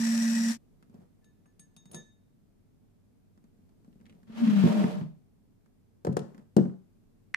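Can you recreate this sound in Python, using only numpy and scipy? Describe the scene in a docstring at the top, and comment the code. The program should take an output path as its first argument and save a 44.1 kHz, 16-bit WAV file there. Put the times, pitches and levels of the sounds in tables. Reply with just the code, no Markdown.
"""A small electric motor drives a toy pump on a workbench, runs down and is quickly faded out: rotor tones,
gear whine and brush hiss. Fingers clink a plastic valve against a glass (ringing modes) and fumble with small
parts (ticks and knocks); a plastic handset slides across the bench (stick-slip rumble, shell and scrape noise),
a phone is set into a stand with a few knocks (decaying tones, bench modes, noise bursts) and a part snaps
(damped modes). A small quiet room with hum, hiss and diffuse echoes, heard by two spaced microphones."""
import sys
import numpy as np
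from scipy import signal
from scipy.fft import rfft, irfft
from scipy.io import wavfile

SR = 44100
rng = np.random.default_rng(int(sys.argv[2]) if len(sys.argv) > 2 else 0)


def unload_wav(signal):
    """Save mono or channel-first audio to the path in sys.argv[1] as 16-bit WAV at rate SR, clipped to [-1, 1]."""
    wavfile.write(
        sys.argv[1],
        SR,
        np.round(np.clip(np.atleast_2d(signal).T, -1, 1) * 32767).astype(np.int16),
    )


N = 324576

# Rotor tones. Each row: multiple of the rotor pitch, relative level in dB.
ROTOR_ORDERS = [(.5, -35.5), (1, 0), (3, -36), (4, -36.5), (5, -37.5)]
# Gear whine. Each row: full-speed pitch in Hz, width in Hz, relative level in dB, swing with the gear wheel
# and swing with the pump stroke, both as a share of the amplitude.
MESH = [(1936, 45, -9, -.45, .3), (1895, 110, -15, -.4, .3), (2540, 40, -19, 0, .2),
        (3830, 60, -21, .3, .1), (5145, 90, -15, .3, .1), (5745, 140, -7, .4, .15),
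        (5610, 200, -13, .4, .15), (7765, 70, -14, .3, .1)]
# Motor housing resonances. Each row: pitch in Hz, width in Hz, relative level in dB.
HOUSING = [(579.5, 31, -9.5), (910, 44, -13.5), (1777, 170, -14), (2351, 94, -23), (5550, 237, -11),
           (6900, 45.1, -15.5), (7300, 96, -14), (8800, 83, -19), (9280, 200, -19), (11700, 110, -21)]
# Brush hiss spectrum. Each row: frequency in Hz, relative level in dB per Hz.
BRUSHES = [(300, -23.5), (700, -11.5), (1400, -14), (2000, -10), (3200, -12.5), (5700, -8), (8000, -8.5),
           (10300, -20), (13000, -19.5), (15500, -31)]
ROTOR_HZ, HUM_DB, GEAR_DB = 229, -27.5, -42.5   # rotor pitch, level of the hum, level of gears and brushes
MOTOR_BALANCE_DB, MOTOR_LAG_S = 3, .00085   # right channel of gears and brushes: softer; brush hiss also later
# rotor turns per wheel turn and per pump stroke, with starting angles
WHEEL_RATIO, WHEEL_RAD, STROKE_RATIO, STROKE_RAD = 6, 1.7, 18, 2.5
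SLOWS_S, SLOWING_S, CRAWL = .485, .06, .62   # gears run down: start, time constant, final share of speed
# power off: the hum drops, the gears fade
OFF_S, HUM_DROP_S, HUM_DROP_DB, COAST_DB_PER_S = 0.5114, 0.02, -18, -240
END_S, END_FADE_S, END_FADE_DB = 0.584, 0.017, -35   # quick fade-out of motor and echoes together

# Valve against the glass, after a faint high shimmer in the first row. Each row: start in seconds, ring level
# in dB, octaves above the lowest mode where the ring is strongest, level of the lowest modes in dB, knock
# level in dB, tick level in dB.
CLINKS = [(1.215, -92, 2.8, -77, -91, -83), (1.2456, -62.5, 1.57, -70, -67, -68),
          (1.4595, -73, 2.04, -76, -63, -54.5), (1.5964, -50, 2.29, -69, -51, -58),
          (1.7667, -49, 1.52, -78.5, -52.5, -51.5), (1.8579, -56.5, 1.56, -81, -47.5, -54.5),
          (1.9159, -51.5, 2.6, -94, -51, -79), (1.935, -51, 1.7, -75, -53, -78),
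          (1.947, -37.5, 1.68, -53.5, -38, -39), (1.9659, -53.5, 1.1, -68, -36.5, -58)]
# Glass modes. Each row: pitch in Hz, relative level in dB, decay time t60 in seconds.
GLASS = [(1738.5, -4, 0.42), (1748.2, -1, 0.38), (3703, -1.5, 0.2), (3710, -15, 0.55), (6354, -15, 0.26),
         (6565, -1, 0.16), (6576, -16, .35), (8359, -3, 0.09), (8821, -9, 0.11), (10280, 1, 0.11),
         (10900, -7, 0.12), (12300, -22, .06), (14620, -5, .05)]
CLINK_BELOW_DB, CLINK_ABOVE_DB = -16.5, -17   # fall per octave on each side of the strongest pitch
CLINK_CRACK_DB, CLINK_KNOCK_HZ = 1.5, 169   # crack against the ring; knock in the bench

# Fingers tap small parts, and the phone rocks in its stand. Each row: start in seconds, knock level in dB,
# tick level in dB, tick pitch in Hz.
TAPS = [(0.826, -55, -53, 1170), (0.897, -49, -60.5, 800), (0.943, -41.5, -57, 810), (0.986, -50, -74, 750),
        (1.02, -52, -66, 1000), (3.376, -55.5, -60, 950), (3.441, -51.5, -60, 920), (3.587, -52, -71, 800),
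        (3.692, -66, -63, 940), (3.846, -53, -60, 1010), (3.879, -45, -72, 900), (3.928, -61, -69, 2380),
        (3.956, -49, -68, 1000), (4.002, -49, -69, 2000), (4.012, -52, -59, 1100),
        (4.056, -62, -59.5, 2570), (4.065, -57, -56, 1840), (4.096, -52, -54.5, 2050),
        (4.107, -49.5, -69, 2270), (4.126, -52, -60, 1470), (4.15, -52, -64, 890),
        (4.231, -50.5, -59, 1200), (5.66, -78, -62, 1190), (6.346, -43.5, -52, 1310),
        (6.379, -44, -52, 1170), (6.393, -45.5, -62, 1590)]
TAP_HZ, TAP_SPREAD, TAP_CRACK_DB = 215, 0.053, -6.5   # knock pitch, its log scatter, crack against tick
# Handset and phone on bench and stand: each row is a knock, or one pitch or later swing of a knock.
# Each row: start in seconds, knock level in dB, knock pitch in Hz, tick level in dB, crack level in dB,
# left minus right in dB.
KNOCKS = [(4.297, -39, 217.6, -61, -84, 5), (4.638, -9, 190, -37.5, -49.5, -3),
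          (4.6552, -11, 187, -52.5, -49, -0.5), (4.841, -16, 204.2, -28.5, -65.5, -1),
          (5.012, -24, 157, -43, -83.5, 1), (6.0488, -19.5, 420, -40, -39, 0.5),
          (6.069, -21.5, 286, -33.5, -43, 3), (6.0723, -15.5, 420, -60, -60, 1),
          (6.073, -18.5, 137.6, -75, -83, -1), (6.091, -15.5, 150, -52, -78, 2),
          (6.127, -36, 188, -52, -50, 3), (6.141, -27.5, 129, -78, -80, -5),
          (6.168, -13, 407, -27.5, -30, 5.5), (6.192, -25.5, 191, -63, -42, -2),
          (6.216, -30.5, 120, -70, -85, 3.5), (6.5651, -10.5, 197, -51, -61.5, 4.5),
          (6.5665, -8.5, 395, -37.5, -30, 4.5), (6.5807, -10.5, 327, -40, -65, -4.5),
          (6.589, -14, 208, -38, -64, 3), (6.609, -19, 235, -55, -70.5, -1),
          (6.654, -23, 231, -43.5, -95, 1), (6.679, -27, 150, -57, -73, -2), (6.695, -40, 230, -54, -77, 3),
          (6.738, -42, 170, -61, -77, 0)]
# Bench modes. 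Each row: pitch in Hz, relative level in dB, decay time t60 in seconds.
BENCH = [(121.2, -13.5, 0.4), (146.6, -6.5, 0.4), (185.5, -1, 0.29), (261.4, -14, 0.22), (227, -1, 0.31),
         (308, -17, 0.16), (350, -4, 0.1), (384, -14.5, 0.25), (478, -16, 0.2), (540, -14.5, 0.28),
         (553, -18.5, 0.23)]
THUD_DB, THUD_FALL_DB = -14, -3.5   # thud against the knock; fall per octave away from the knock pitch
TICK_HZ, TICK_WIDTH, HAND_PAN_DB = 1040, 1.54, -0.5   # usual tick centre, edges as a ratio; left minus right
OVERTONE_HZ, OVERTONE_FALL_DB = 390, -5   # deeper knocks have weaker overtones, per octave
HAND_LAG_S = .00042   # slide, knocks and rustle reach the right microphone later

# Fingers rustle over small parts. Each row: start of the hold in seconds, hold in seconds, level in dB.
RUSTLE = [(0.942, 0.095, -64.5), (1.95, 0.0044, -46.5), (3.87, 0.057, -80), (4.05, 0.15, -72),
          (6.24, 0.17, -64)]
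RUSTLE_RISE_DB_PER_S, RUSTLE_FALL_DB_PER_S = 399, 349.5

# Handset sliding. Each row: time in seconds, bench rumble in Hz, rumble level in dB, scrape level in dB.
SLIDE = [(4.27, 220, -61.5, -72), (4.385, 230.3, -35, -50.5), (4.425, 235.7, -22.5, -46.5),
         (4.48, 216.8, -20, -45), (4.54, 199.2, -21.5, -44.5), (4.61, 194, -21, -41.5),
         (4.672, 188.4, -27.5, -43.5), (4.75, 224.4, -26, -48), (4.814, 192.5, -24.5, -49),
         (4.875, 185.6, -40, -51.5), (4.97, 183.6, -32, -58.5), (5.01, 160.1, -33, -64),
         (5.22, 155.2, -67.5, -103)]
# Scrape spectrum. Each row: frequency in Hz, relative level in dB per Hz.
SCRAPE = [(380, 0), (650, -5.5), (1150, -3.5), (3150, -9), (15500, -34)]
# Handset shell resonances. Each row: pitch in Hz, width in Hz, relative level in dB.
HANDSET = [(323.1, 6.7, 12.5), (432.3, 37, 3.5), (593, 35, 5.5), (761, 36, -12.5), (913, 24, -12)]
# the handset rocks from grip to grip as it slides
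ROCK_FIRST_S, ROCK_HZ, ROCK_DEPTH, ROCK_DIES_S = 4.433, 20.3, .6, .25
# shell against scrape, before and after it lies flat
LANDS_S, LANDING_S, SHELL_TILTED_DB, SHELL_FLAT_DB = 4.62, 0.057, -3.5, 12.5

# A plastic part snaps. Each row: time in seconds, level in dB.
SNAPS = [(7.3413, -24), (7.3441, -26), (7.3452, -13)]
# Modes of that part. Each row: pitch in Hz, relative level in dB, decay time t60 in seconds.
PART = [(1640, -26, 0.018), (2010, 1.5, 0.0067), (2260, -40, 0.018), (3430, -30, 0.0085),
        (4140, -19, 0.0044), (5670, -15.5, 0.0048), (7850, -8, 0.0014)]
SNAP_ROOM_DB = -14   # send into the room

# Diffuse echoes. Each row: nominal band centre in Hz, decay time t60 in seconds, relative level in dB.
ROOM = [(170, 0.21, 5.5), (500, 0.34, -0.5), (2000, 0.37, -1.5), (6000, 0.38, -4.5), (12000, 0.13, -5)]
# Room tone over time. Each row: time in seconds, hum level in dB.
STILL = [(0, -61.5), (2.2, -64), (3.3, -63.5), (4.2, -61), (5.4, -64), (7.36, -62.5)]
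# Hum spectrum. Each row: frequency in Hz, relative level in dB per Hz.
HUM = [(13, -34.5), (22, -5.5), (64, -11), (80, -13.5), (97, -0.5), (123, -9), (232, -6.5), (352, -18),
       (446, -18), (523, -26), (566, -24.5), (893, -32), (2500, -44), (3250, -65), (5500, -120)]
# Hiss spectrum. Each row: frequency in Hz, relative level in dB per Hz.
HISS = [(880, -32.5), (1500, -12.5), (2630, -8.5), (2850, -9), (14200, -12), (15800, -21)]
HISS_DB = -20.5   # against the hum
DEEP_DB = -20   # what the low cut leaves of the deep bass
CUTOFF_HZ = 16000


def motor():
    """The unbalanced rotor hums through the bench; gears whine and brushes hiss through the housing."""
    turn = 2 * np.pi * ROTOR_HZ * np.arange(N) / SR
    wheel = np.cos(turn / WHEEL_RATIO + WHEEL_RAD)
    stroke = np.cos(turn / STROKE_RATIO + STROKE_RAD)
    hum = np.sqrt(2) * sum(from_db(db) * np.sin(k * turn) for k, db in ROTOR_ORDERS)
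    hum = hum + from_db(-18) * narrow(0.9 * turn, 49.0)      # a neighbouring bench mode is shaken too
    hum_gain = from_db(HUM_DB + HUM_DROP_DB * ramp(OFF_S, HUM_DROP_S)) * quick_fade()

    gears = gear_whine(wheel, stroke) + brush_hiss(turn, wheel, stroke)
    left, right = gears * from_db(GEAR_DB) * gear_fade()
    left = left + resonant(left, [(1650, 270, 1.7)])      # the housing beams its middle range to the left
    air = np.array([left, right * from_db(-MOTOR_BALANCE_DB)])
    return air + hum * hum_gain * from_db([[-1.2], [1.2]])


def gear_whine(wheel, stroke):
    """Meshing teeth sing wavering tones that sink as the gears slow and swing with wheel and stroke."""
    t = np.arange(N) / SR
    speed = CRAWL + (1 - CRAWL) * np.exp(-np.maximum(t - SLOWS_S, 0) / SLOWING_S)
    run = 2 * np.pi * np.cumsum(speed) / SR
    whine = 0
    for hz, width_hz, db, wheel_swing, stroke_swing in MESH:
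        load = 1 + wheel_swing * wheel + stroke_swing * stroke
        whine = whine + from_db(db) * narrow(hz * run, width_hz) * load
    return whine * from_db(-70 * (1 - speed))      # unloaded teeth hardly sing


def brush_hiss(turn, wheel, stroke):
    """Rubbing brushes make noise, partly through the housing resonances, swinging with the load."""
    white = stereo(lambda: rng.standard_normal(N), alike=0.091)
    white = white * (1 + 0.05 * np.sin(turn) + .12 * wheel + .05 * stroke)
    white = white * from_db(2.0 * narrow(0, 300))      # ragged tooth contact
    hiss = from_db(-7.5) * rms_one(resonant(white, HOUSING)) + from_db(1.0) * coloured(white, BRUSHES)
    late = np.roll(hiss[1], round(MOTOR_LAG_S * SR))      # the right microphone is further away
    return np.array([hiss[0], late])


def quick_fade():
    """Gain of the quick fade-out that takes away motor and echoes together."""
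    last = ramp(END_S - END_FADE_S, END_FADE_S)
    return from_db(END_FADE_DB * last) * (last < 1)


def gear_fade():
    """Gain of the gear and brush noise as the motor coasts, then the quick fade-out."""
    return from_db(COAST_DB_PER_S * ramp(OFF_S, 1)) * quick_fade()


def clinks():
    """Each clink best rings one range of upper glass modes; its push on the whole wall rings the lowest pair."""
    s, db, best, lowest_db, *_ = np.transpose(CLINKS)      # the first row is only a faint high shimmer
    octaves = np.log2(np.array(GLASS)[:, 0] / GLASS[0][0])
    away = octaves - best[:, None]
    fall_db = CLINK_ABOVE_DB * np.maximum(away, 0) + CLINK_BELOW_DB * np.maximum(-away, 0)
    mode_db = np.where(octaves < .5, lowest_db[:, None], db[:, None] + fall_db)
    # neighbours start opposed, so pairs beat
    return struck(s, mode_db, 2.0, GLASS, spread_db=2.0, neighbour=-1)


def knocks():
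    """Each row of a contact: a short knock tone, a soft thud in the bench modes, a tick and a crack of noise."""
    s, knock_db, knock_hz, tick_db, crack_db, pan_db, tick_hz = contacts()
    away = abs(np.log2(np.array(BENCH)[:, 0] / knock_hz[:, None]))
    thud_db = knock_db[:, None] + THUD_DB + THUD_FALL_DB * away
    out = struck(s, thud_db, 2.0, BENCH, spread_db=2.0)
    # the push lasts about a millisecond
    out = signal.sosfilt(signal.butter(2, 600, fs=SR, output="sos"), out)

    t = np.arange(2500) / SR
    white = rng.standard_normal((len(s), 2, 2, len(t)))      # row, tick or crack, channel, time
    white = white + 0.5 * white[:, :, ::-1, ::-1].sum(axis=2, keepdims=True)      # partly shared by both channels
    white[..., 0] += 9      # a sharp first contact
    crack = band(white[:, 1] * from_db(-60 * t / 0.034), 2300, 9500)
    crack = crack + from_db(-9) * band(white[:, 1] * from_db(-60 * t / 0.0072), 10000, 15500)      # the very edge
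    for k in range(len(s)):
        low_hz, high_hz = tick_hz[k] / TICK_WIDTH, tick_hz[k] * TICK_WIDTH
        tick = band(white[k, 0] * from_db(-60 * t / 0.037), low_hz, high_hz)
        hit = from_db(knock_db[k] + 3.0) * knock_tone(t, knock_hz[k])
        hit = hit + from_db(tick_db[k] + 2.5) * tick + from_db(crack_db[k] - 6.0) * crack[k]
        at = round(s[k] * SR)
        out[:, at:at + len(t)] += hit * from_db([[pan_db[k] / 2], [-pan_db[k] / 2]])
    return -out      # the first swing pulls the air away


def contacts():
    """Columns of all contact rows: bench and stand, taps and rocking, and a knock just before each glass row."""
    rows = [(*row, TICK_HZ) for row in KNOCKS]
    for s, db, tick_db, tick_hz in TAPS:
        hz = TAP_HZ * np.exp(TAP_SPREAD * rng.standard_normal())
        rows.append((s, db, hz, tick_db, tick_db + TAP_CRACK_DB, HAND_PAN_DB, tick_hz))
    for s, db, _, _, knock_db, tick_db in CLINKS:
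        crack_db = db + CLINK_CRACK_DB
        rows.append((s - .002, knock_db, CLINK_KNOCK_HZ, tick_db, crack_db, HAND_PAN_DB, TICK_HZ))
    return np.transpose(rows)


def knock_tone(t, hz):
    """A struck part swings up within a cycle and dies within a few, with two inharmonic overtones."""
    cycles = t * hz
    overtones = from_db(-10.0) * np.sin(2 * np.pi * 1.7 * cycles)
    overtones = overtones + from_db(-24.0) * np.sin(2 * np.pi * 3.646 * cycles)
    overtones = overtones * from_db(OVERTONE_FALL_DB * np.log2(OVERTONE_HZ / hz))
    envelope = from_db(-60 * cycles / 8.3) * (1 - np.exp(-(cycles / 0.4) ** 2))
    return (np.sin(2 * np.pi * cycles) + overtones) * envelope


def rustle():
    """Dense, uneven, faint ticks, duller towards the treble; each spell swells, holds and fades."""
    t = np.arange(N) / SR
    spells = 0
    for s, hold_s, db in RUSTLE:
        rise_db = RUSTLE_RISE_DB_PER_S * np.maximum(s - t, 0)
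        fall_db = RUSTLE_FALL_DB_PER_S * np.maximum(t - s - hold_s, 0)
        spells = spells + from_db(db - rise_db - fall_db)
    ticks = rng.random(N) < 2500 / SR      # 2500 a second on average
    ticks = ticks * from_db(3 * np.minimum(rng.exponential(1, N), 3)) * rng.standard_normal((2, N))
    return spells * coloured(ticks, [(400, 10.5), (1000, -6.5), (3000, -24), (9000, -29.0)])


def slide():
    """Stick-slip under the handset shakes the bench, rings the shell and scrapes."""
    rumble_hz, rumble_db, scrape_db = in_time(SLIDE)
    shell_db = scrape_db + SHELL_TILTED_DB + (SHELL_FLAT_DB - SHELL_TILTED_DB) * ramp(LANDS_S, LANDING_S)
    phase = 2 * np.pi * np.cumsum(rumble_hz) / SR
    since = np.arange(N) / SR - ROCK_FIRST_S
    rocking = 1 + ROCK_DEPTH * np.exp(-abs(since) / ROCK_DIES_S) * np.cos(2 * np.pi * ROCK_HZ * since)
    steady = rocking * np.sin(phase + np.array([[.4], [-.4]]))      # regular slips
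    rumble = steady + from_db(-8) * stereo(lambda: narrow(phase, 60), alike=0.1)

    grit = stereo(lambda: rng.standard_normal(N), alike=0.06)
    grit = grit * from_db(1.6 * rng.exponential(1, N))      # uneven grains
    grit = grit * from_db(1.3 * narrow(0, 80))      # the drag comes in gusts
    shell = from_db(shell_db) * rms_one(resonant(grit, HANDSET))
    scrape = from_db(scrape_db) * coloured(grit, SCRAPE)
    return (from_db(rumble_db) * rumble + shell + scrape) * during(SLIDE)


def snaps():
    """Three quick blows on a small damped part, too small to radiate bass."""
    s, db = np.transpose(SNAPS)
    blows = struck(s, np.repeat(db[:, None], len(PART), axis=1), 0, PART, spread_db=1.0)
    return band(band(blows, 1050, 15200), 1200, 5200)


def room(x):
    """Diffuse echoes: noise that dies band by band, its own for each channel."""
    t, tail = np.arange(SR // 2) / SR, 0
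    edges_hz = [120, 250, 1000, 4000, 9000, 18000]
    for low, high, (_, t60, db) in zip(edges_hz, edges_hz[1:], ROOM):
        noise = band(rng.standard_normal((2, len(t))), low, high)
        tail = tail + noise * from_db(db - 60 * t / t60)
    tail = tail * np.clip(t / 0.0006 - .5, 0, 1) / np.sqrt(SR / 40)      # echoes set in within a millisecond
    return signal.fftconvolve(x, tail, axes=1)[:, :N]


def room_tone():
    """A low hum of the building and the hiss of the microphones."""
    hum = stereo(lambda: coloured(rng.standard_normal(N), HUM), alike=0.05)
    hiss = coloured(rng.standard_normal((2, N)), HISS)
    return from_db(in_time(STILL)[0]) * (hum + from_db(HISS_DB) * hiss)


def from_db(db):
    """Gain of a level in dB."""
    return 10 ** (np.asarray(db) / 20)


def rms_one(x):
    """Scaled to rms 1."""
    return x / np.sqrt(np.mean(x ** 2) + 1e-20)


def ramp(start_s, length_s):
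    """0 before the start, rising straight to 1."""
    return np.clip((np.arange(N) / SR - start_s) / length_s, 0, 1)


def in_time(rows):
    """Columns of a curve table, one value a sample."""
    s, *columns = np.transpose(rows)
    return [np.interp(np.arange(N) / SR, s, c) for c in columns]


def during(rows):
    """1 inside the span of a curve table, 0 outside."""
    t = np.arange(N) / SR
    return (t >= rows[0][0]) & (t <= rows[-1][0])


def coloured(x, spectrum):
    """Signal shaped by a (Hz, dB per Hz) spectrum, falling 12 dB per octave below its lowest row; rms 1."""
    hz = np.arange(N // 2 + 1) * SR / N + 1      # 1 Hz up, to keep the logarithm finite
    at, db = np.transpose(spectrum)
    shape_db = np.interp(np.log(hz), np.log(at), db) - 12 * np.maximum(np.log2(at[0] / hz), 0)
    return rms_one(irfft(rfft(x) * from_db(shape_db), N))


def narrow(phase, width_hz):
    """Noise of a given width around a moving pitch: a wavering tone, rms 1."""
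    r = np.exp(-np.pi * width_hz / SR)
    a, b = signal.lfilter([1], [1, -2 * r, r * r], rng.standard_normal((2, N)))
    return rms_one(a * np.cos(phase) + b * np.sin(phase))


def resonant(x, peaks):
    """Parallel two-pole resonances, each a (Hz, width in Hz, dB) row."""
    out = 0
    for hz, width_hz, db in peaks:
        r = np.exp(-np.pi * width_hz / SR)
        poles = [1, -2 * r * np.cos(2 * np.pi * hz / SR), r * r]
        out = out + from_db(db) * signal.lfilter([1 - r, 0, r - 1], poles, x)
    return out


def ring(clicks, hz, t60):
    """A unit click sets a decaying sine of height 1 ringing."""
    r, w = from_db(-60 / (t60 * SR)), 2 * np.pi * hz / SR
    return signal.lfilter([0, np.sin(w)], [1, -2 * r * np.cos(w), r * r], clicks + 1e-18)


def struck(times, db, pan_db, modes, spread_db, neighbour=1):
    """Each click excites all modes, with chance strengths in each channel; db is clicks x modes."""
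    at, out = np.round(times * SR).astype(int), np.zeros((2, N))
    chance = rng.normal(0, 1, (len(at), len(modes), 2))
    pan = [[pan_db / 2], [-pan_db / 2]]
    for k, (hz, mode_db, t60) in enumerate(modes):
        clicks = np.zeros((2, N))
        clicks[:, at] = from_db(db[:, k] + mode_db + spread_db * chance[:, k].T + pan)
        out += neighbour ** k * ring(clicks, hz, t60)      # -1 flips every other mode
    return out


def stereo(make, alike):
    """Two channels of noise whose correlation is alike."""
    return np.sqrt((1 + alike) / 2) * make() + np.sqrt((1 - alike) / 2) * make() * [[1], [-1]]


def band(x, low_hz, high_hz):
    """Butterworth band-pass."""
    return signal.sosfilt(signal.butter(2, [low_hz, high_hz], "band", fs=SR, output="sos"), x)


def scene():
    """Handled things ring into the room; motor and echoes fade out quickly together; a low cut thins the bass."""
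    pump, snap = motor(), snaps()
    left, right = slide() + knocks() + rustle()
    handled = np.array([left, np.roll(right, round(HAND_LAG_S * SR))]) + clinks()
    pump_echoes = room(band(pump, 330, 16000) + from_db(-5.5) * pump) * gear_fade()
    echoes = room(from_db(-7.0) * handled + from_db(SNAP_ROOM_DB) * snap)
    heard = pump + from_db(-6) * pump_echoes + handled + snap + echoes
    # a low cut in the microphone leaves little deep bass
    low_cut = signal.sosfilt(signal.butter(4, 118, "high", fs=SR, output="sos"), heard)
    return low_cut + from_db(DEEP_DB) * heard + room_tone()


def record(dry):
    """A steep low-pass cuts the top, 70 dB down from the cutoff upwards."""
    return signal.sosfilt(signal.cheby2(20, 70, CUTOFF_HZ, fs=SR, output="sos"), dry)


dry = scene()
out = record(dry)
unload_wav(out)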